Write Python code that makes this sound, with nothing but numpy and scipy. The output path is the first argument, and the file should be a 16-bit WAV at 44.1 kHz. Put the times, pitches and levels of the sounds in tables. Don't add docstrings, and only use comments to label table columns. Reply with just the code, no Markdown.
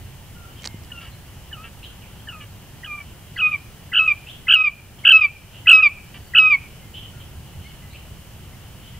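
import sys
import numpy as np
from scipy import signal
from scipy.io import wavfile
from scipy.ndimage import uniform_filter1d

SR = 44100
rng = np.random.default_rng(int(sys.argv[2]) if len(sys.argv) > 2 else 0)


def elevation(decibels):
    levels = np.asarray(decibels, float)
    return 10 ** (levels / 20)


def int16_out(signal):
    q = np.round(np.clip(np.atleast_2d(signal).T, -1, 1) * 32767)
    wavfile.write(sys.argv[1], SR, q.astype(np.int16))


N = 396459


def evened(x):
    return x / np.sqrt(np.mean(x ** 2) + 1e-20)


def read(points, hz):
    f, value = np.transpose(points)
    return np.interp(np.log(hz + 1), np.log(f + 1), value)


def add(mix, s, sound):
    part = mix[round(s * SR):][:len(sound)]
    part += sound[:len(part)]


def resonate(x, hz, width):
    turn = np.exp(2j * np.pi * np.cumsum(hz * np.ones(len(x))) / SR)
    r = np.exp(-np.pi * width / SR)
    return 2 * (turn * signal.lfilter([1 - r], [1, -r], x / turn + 1e-18)).real


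def resonate_twice(x, hz, width):
    return resonate(resonate(x, hz, width), hz, width)


def smooth_twice(x, first, second):
    return uniform_filter1d(uniform_filter1d(x, size=first), size=second)


def hump(u):
    return np.cos(np.pi * np.clip(u, -.5, .5)) ** 2


def tail(t60, seconds):
    taps = np.zeros((2, round(seconds * SR)))
    start = np.arange(400, taps.shape[1] - 20, 20)
    at = start + rng.integers(0, 20, (2, len(start)))
    sizes = rng.choice([-1., 1.], at.shape) * elevation(-60 * at / SR / t60)
    np.put_along_axis(taps, at, sizes, 1)
    return taps / np.linalg.norm(taps[0])


# time in seconds, pitch lift in Hz, width in seconds, catch in dB.
WARBLE_CRESTS = [(1.561, 120, .017, 0), (2.317, 168, .024, 0), (2.339, 130, .018, 0),
                 (2.857, 327, .022, -10), (3.384, 300, .017, 0), (3.406, 218, .02, -5),
                 (3.943, 251, .019, -12), (3.963, 289, .021, -12), (3.982, 240, .027, -8),
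                 (4.494, 245, .021, -7.5), (4.515, 317, .022, -7.5), (4.533, 345, .022, -18),
                 (4.5495, 180, .028, -13), (5.0642, 331, .023, -20), (5.0845, 324, .021, -22),
                 (5.1028, 304, .02, -24), (5.1145, 270, .024, -1.5), (5.686, 250, .018, -8),
                 (5.7042, 255, .021, -13), (5.722, 110, .018, -6), (5.824, 75, .024, 0),
                 (6.364, 240, .018, -7), (6.382, 218, .02, -3)]
# time in seconds, level in dB.
VOICE_CATCHES = [(.929, -17), (.944, -25), (2.308, -11), (2.328, -14), (2.868, -12), (2.998, -28),
                 (3.416, -8.5), (3.5265, -18), (3.9542, -6), (4.0044, -13), (4.0164, -10), (4.072, -30),
                 (4.099, -10), (4.5218, -11), (4.5262, -8), (3.9893, -12), (5.7268, -12), (5.7, -7),
                 (4.566, -9), (4.582, -10), (4.6, -7), (4.505, -9), (.971, -22), (3.553, -10), (4.6595, -8),
                 (5.1268, -8), (5.071, -4), (5.1903, -10), (5.232, -9), (5.811, -12), (6.3743, -8)]
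# time in seconds, change of effort
# in dB, crack in dB, gain drop in dB.
EFFORT_SURGES = [(4.5243, 6.5, -25, 1), (4.541, 2.5, -24, 2), (4.5465, 4, -22, 5), (5.0798, 2, -25, 1),
                 (5.0938, 2, -28, 1), (5.0985, 2.5, -24, 2), (5.1225, 3.5, -25, 4.5), (5.7015, 3, -27, 1),
                 (5.714, -3, -31, 1), (5.7285, 0, -26, 2), (5.7545, 1.5, -26, 3), (5.76, 0, -30, 3),
                 (6.381, -1.5, -38, 0), (6.385, 3, -25, 1.5)]
# partial number, level under the second in dB, throat cut in Hz,
# extra growth in dB per dB of effort.
UPPER_PARTIALS = [(3, -33, 4310, .2), (4, -33.5, 5080, 1.1), (5, -57, 6700, .8), (6, -59, 7900, .8)]


def whistle(corners):
    s, pitch, second_db, first_db = np.transpose(corners)
    t = np.arange(s[0], s[-1], 1 / SR)
    loudest_db = second_db.max()
    curves = (pitch, elevation(second_db), elevation(first_db))
    hz, second, first = (uniform_filter1d(np.interp(t, s, c), size=90) for c in curves)

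    plunge = np.interp(t, s[1] + np.array([.003, .0095]), [pitch[1], pitch.min()])
    hz = np.maximum(hz, plunge * (t > s[1]))
    second = second * np.clip((t - s[1] - .006) / .0045, 0, 1)

    warble = sum(lift * hump((t - at) / width) for at, lift, width, _ in WARBLE_CRESTS)
    catches = VOICE_CATCHES + [(at + .0003, db) for at, _, _, db in WARBLE_CRESTS]
    throb_db = sum(db * hump((t - at) / (.002 + .0004 * abs(db))) for at, db in catches)
    throb_db += sum(db * hump((t - at) / .0068) for at, db, _, _ in EFFORT_SURGES)
    tremor, flutter, beads = smooth_twice(rng.standard_normal((3, len(t))), 150, 120)
    throb_db -= .9 * min(loudest_db + 28, 0) * np.minimum(evened(beads), .3)

    hz = (hz + warble) * (1 + .035 * tremor)
    phase = 2 * np.pi * np.cumsum(hz) / SR
    throat_top_hz = 3270
    second = second * elevation(throb_db) / (1 + (2 * hz / throat_top_hz) ** 60)
    first = first * elevation(1.77 * evened(flutter) + 3.2 * (warble / 300) ** 2)
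    voice = first * np.sin(phase) + second * np.sin(2 * phase)

    ahead = uniform_filter1d(warble[::-1], size=1300, origin=649)[::-1]
    steadiness = 1 / (1 + (ahead / 35) ** 4)
    for k, db, top_hz, growth in UPPER_PARTIALS:
        level = second * steadiness * elevation(db + growth * (loudest_db + 7.5))
        voice += level / (1 + (k * hz / top_hz) ** 24) * np.sin(k * phase)

    breath = resonate_twice(rng.standard_normal(len(t)), 2950, 500)
    windpipe = resonate_twice(rng.standard_normal(len(t)), 1700, 110)
    voice += elevation(-14) * first * evened(windpipe) * (1 - steadiness)
    return s[0], np.sqrt(2) * voice + elevation(-29.5) * second * evened(breath)


def contour(entry, hold, slide):
    s, entry_hz, entry_db, land_hz, ring_db = entry
    full, hz, db, fade_db = hold
    gap, end, from_hz, to_hz, slide_db = slide
    silent_db, break_db, thin_db = -64, -24, -7
    sagged = (hz + from_hz) / 2
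    faded = max(gap - .013, full + .004)
    low_db, slide_low_db = (max(-22.5 + .74 * d, -46) for d in (db, slide_db))
    fill_db = max(-1.5 + .6 * min(db + 5, 0), -13)
    return [(s - .0065, entry_hz - 60, silent_db, silent_db),
            (s, entry_hz, silent_db, entry_db),
            (s + .0105, land_hz, ring_db, low_db - 5.5),
            (s + .038, hz + .2 * (land_hz - hz), db + fill_db, low_db - 1.5),
            (full, hz, db, low_db),
            ((full + faded) / 2, (hz + sagged) / 2, db + .7 * fade_db, low_db + 1.1),
            (faded, sagged, db + fade_db, low_db + .6),
            (gap, sagged + 20, slide_db + break_db, slide_low_db + .45 * break_db),
            (gap + .015, from_hz, slide_db, slide_low_db),
            (end, to_hz, slide_db - 2.5, slide_low_db + thin_db),
            (end + .008, to_hz - 15, slide_db - 27, slide_low_db + 1.4 * thin_db),
            (end + .03, to_hz - 30, silent_db, silent_db)]


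# start in seconds, entry pitch in Hz, entry level in dB,
# landing pitch in Hz, level in dB as the throat first rings.
CALL_ENTRIES = [
    (.909, 1810, -43, 1450, -32.5),
    (1.52, 1775, -38.5, 1515, -31.5),
    (2.278, 1785, -34, 1490, -31.5),
    (2.836, 1940, -38, 1430, -32),
    (3.366, 2005, -32, 1355, -36),
    (3.924, 2025, -30, 1310, -24.5),
    (4.474, 2065, -30, 1265, -16.5),
    (5.043, 2195, -33.5, 1305, -9.5),
    (5.663, 2015, -29, 1285, -11),
    (6.341, 1950, -28.5, 1290, -13),
]
# fullest moment in seconds, pitch in Hz, effort in dB,
# fade before the break in dB.
CALL_HOLDS = [(.988, 1380, -37, -8), (1.58, 1235, -53, 0), (2.33, 1255, -38.5, -18), (2.915, 1195, -29, -7),
              (3.468, 1240, -14.5, -9), (3.99, 1300, -10, -11), (4.545, 1290, -6.5, -6.5),
              (5.165, 1300, -4.3, -9), (5.76, 1280, -2.5, -11), (6.39, 1290, -6, -9)]
# break in seconds, end in seconds, start pitch in Hz,
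# end pitch in Hz, effort in dB.
CALL_SLIDES = [(1.01, 1.04, 1370, 1320, -47), (1.63, 1.655, 1340, 1345, -42),
               (2.395, 2.415, 1225, 1215, -43), (2.968, 3.015, 1175, 1150, -34),
               (3.508, 3.555, 1225, 1150, -19.5), (4.058, 4.12, 1270, 1175, -13),
               (4.633, 4.683, 1235, 1165, -10.5), (5.205, 5.257, 1235, 1155, -8.5),
               (5.82, 5.872, 1240, 1150, -6.5), (6.495, 6.549, 1215, 1110, -11)]


def quail_calls(quail):
    for call in zip(CALL_ENTRIES, CALL_HOLDS, CALL_SLIDES):
        add(quail, *whistle(contour(*call)))


# centre in Hz, width in Hz, level in dB.
HOARSE_THROAT = [(1120, 450, -15), (1760, 320, -8), (2280, 170, -7), (2860, 410, -3.5), (4430, 600, -22)]


def rasp(s, length, rate, db, rough):
    t = np.arange(round(length * SR)) / SR
    turns = np.cumsum(rate * (1 - .023 * t / length)) / SR
    pulses = sum(np.cos(2 * np.pi * k * turns) for k in range(1, 16))
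    puffs = np.exp(-(turns % 1) / .3) * rng.standard_normal(len(t))
    drive = (1 - rough) * evened(pulses) + rough * evened(puffs)
    throat = sum(elevation(d) * resonate_twice(drive, f, w) for f, w, d in HOARSE_THROAT)
    fade = signal.windows.tukey(len(t), .5) * np.exp(-.8 * t / length)
    return s, elevation(db) * evened(throat) * fade


# start in seconds, length in seconds, pulses per second,
# level in dB, roughness from 0 to 1.
HOARSE_NOTES = [
    (.99, .12, 330, -41.5, .9),
    (1.63, .065, 234, -41.5, .3),
    (2.4, .055, 290, -40, .4),
    (2.995, .03, 300, -49, .8),
    (6.137, .048, 394, -39.5, .6),
]


def quail_rasps(quail):
    for row in HOARSE_NOTES:
        add(quail, *rasp(*row))


# delay in seconds, left level in dB, right level in dB.
PEN_ECHOES = [(.0031, -16.5, -15.5), (.0068, -15, -13), (0.0135, -18.5, -15.5), (.022, -26, -26),
              (.072, -33.5, -31.5), (.118, -38.5, -36)]


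def pen(x):
    low = resonate_twice(x, 1500, 1200)
    left = elevation(-.2) * x + .058 * low
    right = elevation(.53) * np.roll(x - .099 * low, 1)
    out = np.array([left, right])
    for delay, left_db, right_db in PEN_ECHOES:
        out += np.roll(x, round(delay * SR)) * elevation(np.array([[left_db], [right_db]]))
    near = signal.fftconvolve(x[None], tail(.033, .27), axes=1)[:, :N]
    yard = signal.fftconvolve(x[None], tail(.52, .41), axes=1)[:, :N]
    return out + elevation(-22) * (near[0] + .5 * near) + elevation(-28.5) * (yard[0] + .6 * yard)


# time in seconds, peak in dB.
GRIT_SNAPS = [(.6114, -37.5), (.6215, -30), (.634, -28), (.6432, -19.5), (.6505, -25), (.6538, -18),
              (.6573, -17), (.6602, -15.5), (.6737, -15.5), (.836, -33), (.8474, -38)]
# time in seconds, peak in dB, pitch in Hz.
CAMERA_KNOCK = (.744, -25.5, 88)


def gravel():
    grit = np.zeros(N)
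    t = np.arange(200) / SR
    for s, db in GRIT_SNAPS:
        snap = rng.standard_normal(len(t)) * np.exp(-t / .001)
        snap = signal.lfilter(*signal.butter(5, 8000 / (SR / 2)), resonate(snap, 4500, 3500))
        add(grit, s, elevation(db) * snap / abs(snap).max())
    s, db, hz = CAMERA_KNOCK
    t = np.arange(1500) / SR
    turns = hz * t + .67 * (1 - np.exp(-t / .0033))
    knock = np.zeros(N)
    add(knock, s, -elevation(db) * np.sin(2 * np.pi * turns) * np.exp(-t / .011))
    return grit * elevation(np.array([[-3], [.6]])) + knock


# start in seconds, length in seconds, start pitch in Hz,
# end pitch in Hz, level in dB.
CLEAR_WHISTLES = [
    (.345, .15, 1440, 1345, -52),
    (.589, .166, 2225, 2055, -56),
    (6.188, .11, 4560, 4490, -63.5),
    (6.8, .05, 2060, 2100, -56),
    (7.121, .092, 1450, 1400, -59),
    (7.6, .11, 1920, 2350, -55),
    (7.808, .057, 2050, 2000, -58),
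    (8.52, .04, 1980, 2250, -56),
]
# start in seconds, length in seconds, start pitch in Hz,
# end pitch in Hz, level in dB.
SCRATCHY_CHIRPS = [(.554, .06, 3180, 3000, -49.5), (1.107, .048, 4050, 4060, -57),
                   (1.822, .052, 2650, 3450, -42), (1.831, .03, 3800, 3950, -52),
                   (2.013, .04, 2960, 2300, -50.5), (2.195, .017, 3280, 3060, -49),
                   (3.355, .035, 4280, 4570, -53), (4.259, .065, 2450, 3550, -41),
                   (8.935, .025, 2050, 2000, -56), (7.925, .055, 2250, 3000, -47),
                   (4.33, .071, 3300, 3100, -52.5), (4.98, .03, 3060, 3100, -48),
                   (5.52, .079, 3000, 2880, -47.5), (6.93, .08, 3000, 3150, -40.5),
                   (7.02, .05, 3000, 3000, -45), (7.197, .035, 3180, 3000, -47.5),
                   (7.602, .14, 2950, 3000, -54), (7.626, .09, 4100, 4560, -60.5),
                   (7.901, .04, 3740, 4300, -55.5), (8.8, .13, 3000, 3250, -53)]


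def far_birds():
    direct = np.zeros(N)
    for rows, blur_hz in ((CLEAR_WHISTLES, 40), (SCRATCHY_CHIRPS, 420)):
        for s, length, start_hz, end_hz, db in rows:
            glide = np.linspace(start_hz, end_hz, round(length * SR))
            fuzz = resonate_twice(rng.standard_normal(len(glide)), glide, blur_hz)
            add(direct, s, elevation(db) * evened(fuzz) * signal.windows.tukey(len(glide), .5))
    swell = evened(smooth_twice(rng.standard_normal(N), 4000, 2000))
    middle, side = [resonate_twice(n, 2930, 520) for n in rng.standard_normal((2, N))]
    chorus = elevation(-58 + 1.8 * swell) * evened(middle + .45 * np.array([side, -side]))
    echoes = signal.fftconvolve(direct[None], tail(.45, .41), axes=1)[:, :N]
    return direct + elevation(-1.5) * echoes + chorus


# frequency in Hz, density in dB per Hz.
AIR_SPECTRUM = [(12, -42.5), (20, -12), (44, -7), (92, 2), (298, -17.5), (342, -16), (440, -20.5),
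                (811, -20.5), (1070, -24), (3170, -26), (3650, -30), (13500, -31.5), (15500, -29.5)]
# frequency in Hz, likeness from 0 to 1.
CHANNEL_LIKENESS = [(40, .9), (150, .93), (300, .78), (950, .78), (2400, .6), (6000, 0), (15000, 0)]
# frequency in Hz, left minus right in dB.
CHANNEL_TILT = [(60, -1), (380, 0.5), (2380, -0.5), (15000, 0.5)]
# time in seconds, level in dB.
RUMBLE_SWELLS = [(0.0, -40), (0.02, -42), (4.73, -45), (7.06, -43), (7.36, -38), (7.49, -44), (7.61, -33),
                 (7.63, -42), (8.96, -43), (8.99, -41)]


def air():
    frames, hz = N // 256 + 5, np.fft.rfftfreq(1024, 1 / SR)
    a, b, c, d, patches = rng.standard_normal((frames, 513, 5)).T
    patches = evened(uniform_filter1d(uniform_filter1d(patches, size=8, axis=0), size=14, axis=1))
    s, db = np.transpose(RUMBLE_SWELLS)
    swell_db = np.interp(np.arange(frames) * 256 / SR, s, db)
    swell_db = swell_db - np.median(swell_db)
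    low = 1 / (1 + (hz[:, None] / 260) ** 2)
    same = np.clip(read(CHANNEL_LIKENESS, hz), -1, 1)[:, None]
    left = a + 1j * b
    right = same * left + np.sqrt(1 - same ** 2) * (c + 1j * d)
    z = np.array([left, right])
    z *= elevation(read(AIR_SPECTRUM, hz)[:, None] + .6 * patches + low * swell_db)
    z *= (hz < 15700)[:, None]
    z *= elevation(np.array([.5, -.5])[:, None, None] * read(CHANNEL_TILT, hz)[:, None])
    return elevation(-41) * evened(signal.istft(z, nperseg=1024, noverlap=768)[1][:, :N])


def scene():
    quail = np.zeros(N)
    left, right = air()
    quail_calls(quail)
    quail_rasps(quail)
    background = np.array([left, np.roll(right, 2)])
    return pen(quail) + gravel() + far_birds() + background


def band_limit(x):
    return signal.sosfilt(signal.butter(12, 15670, fs=SR, output="sos"), x)


def record(dry):
    t, drop_db, cracks = np.arange(N) / SR, np.zeros(N), np.zeros(N)
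    flat_tops, half_cycle = 6, 8
    edge = np.exp(-np.arange(12) / 2.2)
    for s, _, crack_db, step_db in EFFORT_SURGES:
        drop_db = np.maximum(drop_db, (t > s) * (step_db - 9. * (t - s)))
        signs = (-1.) ** np.arange(flat_tops)
        tops = np.zeros(flat_tops * half_cycle)
        tops[::half_cycle] = signs * np.hanning(flat_tops) * rng.exponential(size=flat_tops)
        tops = tops / np.linalg.norm(tops)
        add(cracks, s - .0005, elevation(crack_db + 9) * np.convolve(tops, edge))
    cracks = signal.lfilter(*signal.butter(2, 3200 / (SR / 2), "high"), cracks)
    held = np.clip(dry / elevation(uniform_filter1d(drop_db, size=100)), -1, 1)
    mix = held + cracks * elevation(np.array([[-2], [4]]))
    return band_limit(mix)


dry = scene()
out = record(dry)
int16_out(out)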